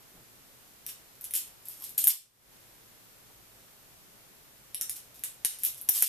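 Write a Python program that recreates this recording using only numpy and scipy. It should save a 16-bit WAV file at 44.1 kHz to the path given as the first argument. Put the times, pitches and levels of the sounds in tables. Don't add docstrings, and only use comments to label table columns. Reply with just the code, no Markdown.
import sys
import numpy as np
from scipy import signal
from scipy.fft import rfft, irfft
from scipy.io import wavfile
from scipy.ndimage import uniform_filter1d

SR = 44100
rng = np.random.default_rng(int(sys.argv[2]) if len(sys.argv) > 2 else 0)


def inscribe(sig):
    pcm = np.round(np.clip(np.atleast_2d(sig).T, -1, 1) * 32767)
    wavfile.write(sys.argv[1], SR, pcm.astype(np.int16))


def voltage_ratio(level):
    return 10 ** (np.asarray(level, float) / 20)


N = 268172

# frequency in Hz, width in Hz, level in dB.
PIN_MODES = [(10420, 700, -6), (11245, 400, 1.5), (11600, 310, -7.5), (12700, 450, 4), (13440, 550, -3),
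             (14220, 700, -14)]
# frequency in Hz, width in Hz, level in dB.
BLADE_MODES = [(7050, 700, -10), (7800, 700, -7), (8800, 500, 0), (9480, 700, -4)]
# frequency in Hz, width in Hz, level in dB.
HANDLE_MODES = [(1700, 500, -33), (1950, 600, -27), (2400, 600, -22), (3100, 600, -8), (3750, 600, -5),
                (4500, 800, -8), (5600, 600, 0), (6200, 700, -5)]
# frequency in Hz, width in Hz, level in dB.
PALM_MODES = [(200, 300, -9), (410, 350, -2), (810, 420, -1), (1250, 480, -2)]

# peak in seconds, pin click in dB, blade in dB re click, handles in dB re
# click, loss per bounce in dB.
FIRST_FLIP = [(.8652, -27.5, -7, -10, 12), (.8906, -37, -6, -2, 5), (1.2115, -33, -21, -20, 9),
              (1.2426, -28, -14, -18, 4), (1.3097, -30, -15, -14, 6), (1.3382, -20, -10, -15, 4),
              (1.3532, -20, -7, -15, 5), (1.3635, -20, -12, -20, 8), (1.3746, -29, -9, -16, 12),
              (1.6556, -38, -13, -17, 5), (1.6859, -27, -26, -28, 12), (1.8235, -33, -22, -18, 12),
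              (1.8405, -31, -18, -18, 5), (1.8935, -34, -10, -17, 6), (1.9785, -22, -12, -20, 12),
              (1.9805, -15, -11, -24, 5), (2.0192, -30, -5, -24, 12), (2.0414, -17, -11, -18, 15),
              (2.0433, -13, -12, -23, 13), (2.0723, -8, -15, -20, 8), (2.0789, -8, -12, -24, 15),
              (2.0837, -10, -16, -23, 15), (2.0862, -11, -14, -22, 9), (2.0946, -18, -8, -19, 9)]
# peak in seconds, pin click in dB, blade in dB re click, handles in dB re
# click, loss per bounce in dB.
SECOND_FLIP = [(4.7469, -23.5, -10, -10, 12), (4.8122, -21, -4, -7, 12), (4.8196, -28, -6, -8, 8),
               (4.8963, -23, -7, -11, 12), (4.959, -40, -12, -12, 3), (5.2383, -22, -5, -13, 14),
               (5.4493, -15, -4, -8, 15), (5.4551, -23, -9, -15, 5), (5.507, -33, -24, -20, 12),
               (5.5876, -37, -18, -13, 12), (5.6355, -17, -16, -19, 4), (5.6504, -15, -16, -17, 10),
               (5.6639, -26, -8, -11, 7), (5.7462, -37, -10, -16, 12), (5.7749, -39, -14, -19, 3),
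               (5.8145, -28, -29, -25, 9), (5.8896, -15, -8, -8, 15), (5.8922, -9, -24, -22, 15),
               (5.8966, -13, -25, -25, 12), (6.0232, -17, -12, -16, 15), (6.0249, -7, -19, -23, 9),
               (6.043, -17, -9, -13, 3)]
# peak in seconds, pin click in dB.
TICKS = [(.6789, -54), (1.1549, -50), (1.2197, -42), (1.2328, -47), (1.4712, -44), (1.478, -45),
         (1.6269, -51), (1.7138, -44), (1.7715, -47), (1.7775, -45), (1.8011, -40), (1.8086, -46),
         (1.9487, -46), (1.9572, -54), (4.9675, -41), (5.145, -46), (5.1944, -42), (5.2611, -42),
         (5.2839, -45), (5.343, -48), (5.6028, -46), (5.6238, -39), (5.8794, -44), (6.0612, -30)]
# start in seconds, thud level in dB.
THUDS = [(1.3097, -62), (1.4712, -60), (1.805, -59), (1.982, -44), (2.0723, -51), (2.0789, -45),
         (4.8122, -50), (5.242, -54), (5.4493, -41), (5.7749, -59), (5.8896, -37), (5.8935, -43),
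         (6.0249, -37)]
# time in seconds, left-right difference in dB.
PLACE = [(0, .5), (5.3, 1.0), (5.48, 4), (5.6, .5), (6.1, .5)]
# peak in seconds, level in dB, seconds to rise 20 dB, seconds to fall 20 dB.
SWELLS = [(.893, -42.5, .025, .04), (1.248, -42, .004, .022), (1.345, -32, .006, .07),
          (1.665, -47, .022, .03), (1.71, -50, .03, .12), (1.845, -43, .05, .06), (1.98, -29, .002, .032),
          (2.02, -38, .04, .04), (2.105, -22, .035, .06), (4.962, -44, .008, .05), (4.91, -45, .012, .04),
          (5.15, -54, .008, .08), (5.24, -38, .003, .043), (5.455, -33, .005, .065), (5.66, -35, .03, .04),
          (5.59, -50, .004, .15), (5.78, -50, .01, .06), (5.955, -32, .04, .1), (6.035, -27, .012, .1),
          (6.068, -23, .045, .2)]

# frequency in Hz, 60 dB decay time in seconds.
ROOM_T60 = [(300, 0.067), (1000, 0.28), (2600, 0.32), (8500, 0.31), (11500, .2), (14000, 0.17)]
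# delay in seconds, level in dB.
ECHOES = [
    (.0055, -19),
    (.009, -21),
]
# centre in seconds, length in seconds, frequency in Hz, width in Hz, level in dB.
RUSTLES = [(.18, .05, 300, 500, -60), (.17, .04, 1300, 1500, -67), (3.305, .012, 900, 500, -63),
           (3.6, .05, 400, 400, -70), (3.6, .06, 8000, 9000, -68), (1.82, .025, 1050, 200, -62),
           (5.08, .05, 650, 300, -66), (5.68, .02, 1050, 250, -63), (2.12, .05, 1050, 300, -52),
           (5.97, .05, 1050, 300, -59), (4.98, .03, 1500, 1500, -67)]

# frequency in Hz, density in dB per Hz.
HISS = [(12, -24), (20, -15), (55, -14), (77, -19), (113, -4), (144, -9), (496, -12), (958, -14.5),
        (4700, -18.5), (8370, -19), (14100, -14.5)]
# frequency in Hz, left-right likeness from -1 to 1.
LIKENESS = [(60, 0.71), (180, 0.14), (540, 0.14), (1640, 0), (4940, -0.0), (14900, 0.012)]
# frequency in Hz, width in Hz, level in dB rms.
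HUM = [(50, 10, -75.5), (120.9, 19, -80.5)]
# frequency in Hz, level in dB.
WHINE = [(11807, -76), (14002, -88), (7881, -90)]
# start in seconds, depth in dB, attack in seconds, hold in seconds.
OVERLOADS = [
    (2.075, 13, .05, .2),
    (5.455, 4, .02, .01),
    (5.897, 4, .006, .005),
    (6.025, 14, .035, .1),
]


def rms_one(x):
    return x / np.sqrt(np.mean(x ** 2) + 1e-20)


def at_hz(points, hz):
    table_hz, values = np.transpose(points)
    return np.interp(np.log(hz), np.log(table_hz), values)


def resonate(x, hz, width_hz):
    radius = np.exp(-np.pi * width_hz / SR)
    angle = 2 * np.pi * hz / SR
    return signal.lfilter([0, np.sin(angle)], [1, -2 * radius * np.cos(angle), radius ** 2], x + 1e-18)


def knife():
    s, click_db, blade_db, handle_db = contacts().T
    free_db = np.minimum(.8 * blade_db - 5, -9)
    rings, peak_at = blows(PIN_MODES, .0003, free_db)
    rings += voltage_ratio(blade_db)[:, None] * blows(BLADE_MODES, .00018, free_db)[0]
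    rings += voltage_ratio(handle_db)[:, None] * blows(HANDLE_MODES, .00018, free_db)[0]
    clacks = place(s, click_db, rings, peak_at)
    thud_s, thud_db = np.transpose(THUDS)
    thuds, thud_peak_at = blows(PALM_MODES, .00022, np.full(len(THUDS), -50.))
    return clacks + place(thud_s + .0008, thud_db, thuds, thud_peak_at) + chatter()


def contacts():
    clacks = np.vstack([FIRST_FLIP, SECOND_FLIP])
    s, click_db, blade_db, handle_db, loss_db = clacks.T
    bounce_s, spread, colour_db = .0042, .25, 3
    uneven = rng.standard_normal((len(clacks), 3)).clip(-2, 2)
    gaps = bounce_s * np.cumsum(1 + spread * uneven, axis=1)
    colour = colour_db * rng.standard_normal((len(clacks), 3))
    bounces = []
    for k in range(3):
        bounces.append(np.c_[s + gaps[:, k], click_db - (k + 1) * loss_db, blade_db + colour[:, k], handle_db])
    ticks = [(tick_s, db, -9, -12) for tick_s, db in TICKS]
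    run_start_s, run_gap_s, run_db, run_arch_db = 5.92, .0098, -23, 6
    run = []
    for k, along in enumerate(np.linspace(-1, 1, 11)):
        tick_s = run_start_s + run_gap_s * (k + .1 * rng.standard_normal())
        run.append((tick_s, run_db - run_arch_db * along ** 2, -7, -20))
    return np.vstack([clacks[:, :4], *bounces, ticks, run])


def blows(modes, scrape_s, ring_on_db):
    count = len(ring_on_db)
    t, rings = np.arange(1300) / SR, 0
    for hz, width_hz, db in modes:
        swell, shift = rng.standard_normal((count, 2, 1)).transpose(1, 0, 2)
        damped = np.exp(-np.pi * width_hz * t)
        undamped = voltage_ratio(ring_on_db + db)[:, None] * np.exp(-t / .0035)
        sine = np.sin(2 * np.pi * hz * (1 + .02 * shift) * t)
        rings = rings + voltage_ratio(db + 2.2 * swell) * (damped + undamped) * sine
    grit = t[:200] * np.exp(-t[:200] / scrape_s) * rng.standard_normal((count, 200)) ** 3
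    rings = signal.fftconvolve(rings, grit, axes=1)[:, :len(t)]
    edges = [.9 * modes[0][0], 1.06 * modes[-1][0]]
    rings = signal.sosfilt(signal.butter(3, edges, "band", fs=SR, output="sos"), rings)
    power = uniform_filter1d(2 * rings ** 2, 66, mode="constant")
    return rings / np.sqrt(power.max(axis=1, keepdims=True)), power.argmax(axis=1)


def place(s, db, rings, peak_at):
    at = (np.round(s * SR).astype(int) - peak_at)[:, None] + np.arange(rings.shape[1])
    out = np.zeros((2, N + rings.shape[1]))
    pan_db = np.interp(s, *np.transpose(PLACE))
    for side, sign in enumerate((.5, -.5)):
        np.add.at(out[side], at, voltage_ratio(db + sign * pan_db)[:, None] * rings)
    return out[:, :N]


def chatter():
    t, level = np.arange(N) / SR, np.zeros(N)
    for s, db, rise, fall in SWELLS:
        level += voltage_ratio(db - 20 * np.maximum((s - t) / rise, (t - s) / fall))
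    sizes = voltage_ratio(3 * np.minimum(rng.exponential(1, N), 4)) * rng.choice([-1, 1], N)
    ticks = level * rms_one(sizes * (rng.random(N) < 2000 / SR))
    rings = np.zeros(N)
    for modes, part_db in [(PIN_MODES, -18), (BLADE_MODES, -20), (HANDLE_MODES, -28.5)]:
        for hz, width_hz, db in modes:
            rings += resonate(voltage_ratio(db + part_db) * ticks, hz, width_hz)
    return signal.sosfilt(signal.butter(3, 2600, "high", fs=SR, output="sos"), rings)


def room(build_s):
    t = np.arange(SR // 2) / SR
    tail, edges = 0, 200 * 2 ** np.arange(0, 6.6, .5)
    for low, high in zip(edges, edges[1:]):
        band_pass = signal.butter(2, [low, high], "band", fs=SR, output="sos")
        band = signal.sosfilt(band_pass, rng.standard_normal((2, len(t))))
        tail = tail + band * voltage_ratio(-60 * t / at_hz(ROOM_T60, np.sqrt(low * high)))
    tail = tail[0] + .95 * tail[1] * np.array([[1], [-1]])
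    tail = voltage_ratio(-30.5) * tail * (1 - np.exp(-(t / build_s) ** 2))
    for delay, db in ECHOES:
        tail[[0, 1], round(delay * SR) + rng.integers(0, 12, 2)] += voltage_ratio(db)
    return tail


def reverberate(x, response):
    return signal.fftconvolve(x, response, axes=-1)[..., :N]


def rustles():
    t, out = np.arange(N) / SR, np.zeros(N)
    for s, length, hz, width_hz, db in RUSTLES:
        noise = rms_one(resonate(rng.standard_normal(N), hz, width_hz))
        out += voltage_ratio(db - 10 * ((t - s) / length) ** 2) * noise
    return out


def background():
    hz = np.maximum(np.arange(N // 2 + 1) * SR / N, 10)
    alike = np.clip(at_hz(LIKENESS, hz), -1, 1)
    mid, side = rfft(rng.standard_normal((2, N))) * voltage_ratio(at_hz(HISS, hz))
    pair = np.sqrt(1 + alike) * mid + np.sqrt(1 - alike) * side * [[1], [-1]]
    hiss_db = -58
    out = voltage_ratio(hiss_db + 4.5) * rms_one(irfft(pair, N))
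    for line_hz, width_hz, db in HUM:
        out += voltage_ratio(db) * rms_one(resonate(rng.standard_normal(N), line_hz, width_hz))
    for line_hz, db in WHINE:
        out += voltage_ratio(db + 5) * np.sin(2 * np.pi * line_hz * np.arange(N) / SR)
    return out


def ducking():
    t, gain_db = np.arange(N) / SR, np.zeros(N)
    release_db_per_s = 62
    for s, depth_db, attack, hold in OVERLOADS:
        corners = np.cumsum([0, attack, hold, depth_db / release_db_per_s])
        gain_db -= np.interp(t - s, corners, [0, depth_db, depth_db, 0])
    return voltage_ratio(gain_db)


def scene():
    steel = knife()
    reverberation = reverberate(np.mean(steel, axis=0, keepdims=True), room(build_s=.004))
    return steel + reverberation + rustles() + background()


def band_limit(x):
    return signal.sosfilt(signal.butter(12, 15470, fs=SR, output="sos"), x)


def record(dry):
    ducked = dry * ducking()
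    low_pass = signal.ellip(8, .5, 42, 14250, fs=SR, output="sos")
    return band_limit(signal.sosfilt(low_pass, ducked))


dry = scene()
out = record(dry)
inscribe(out)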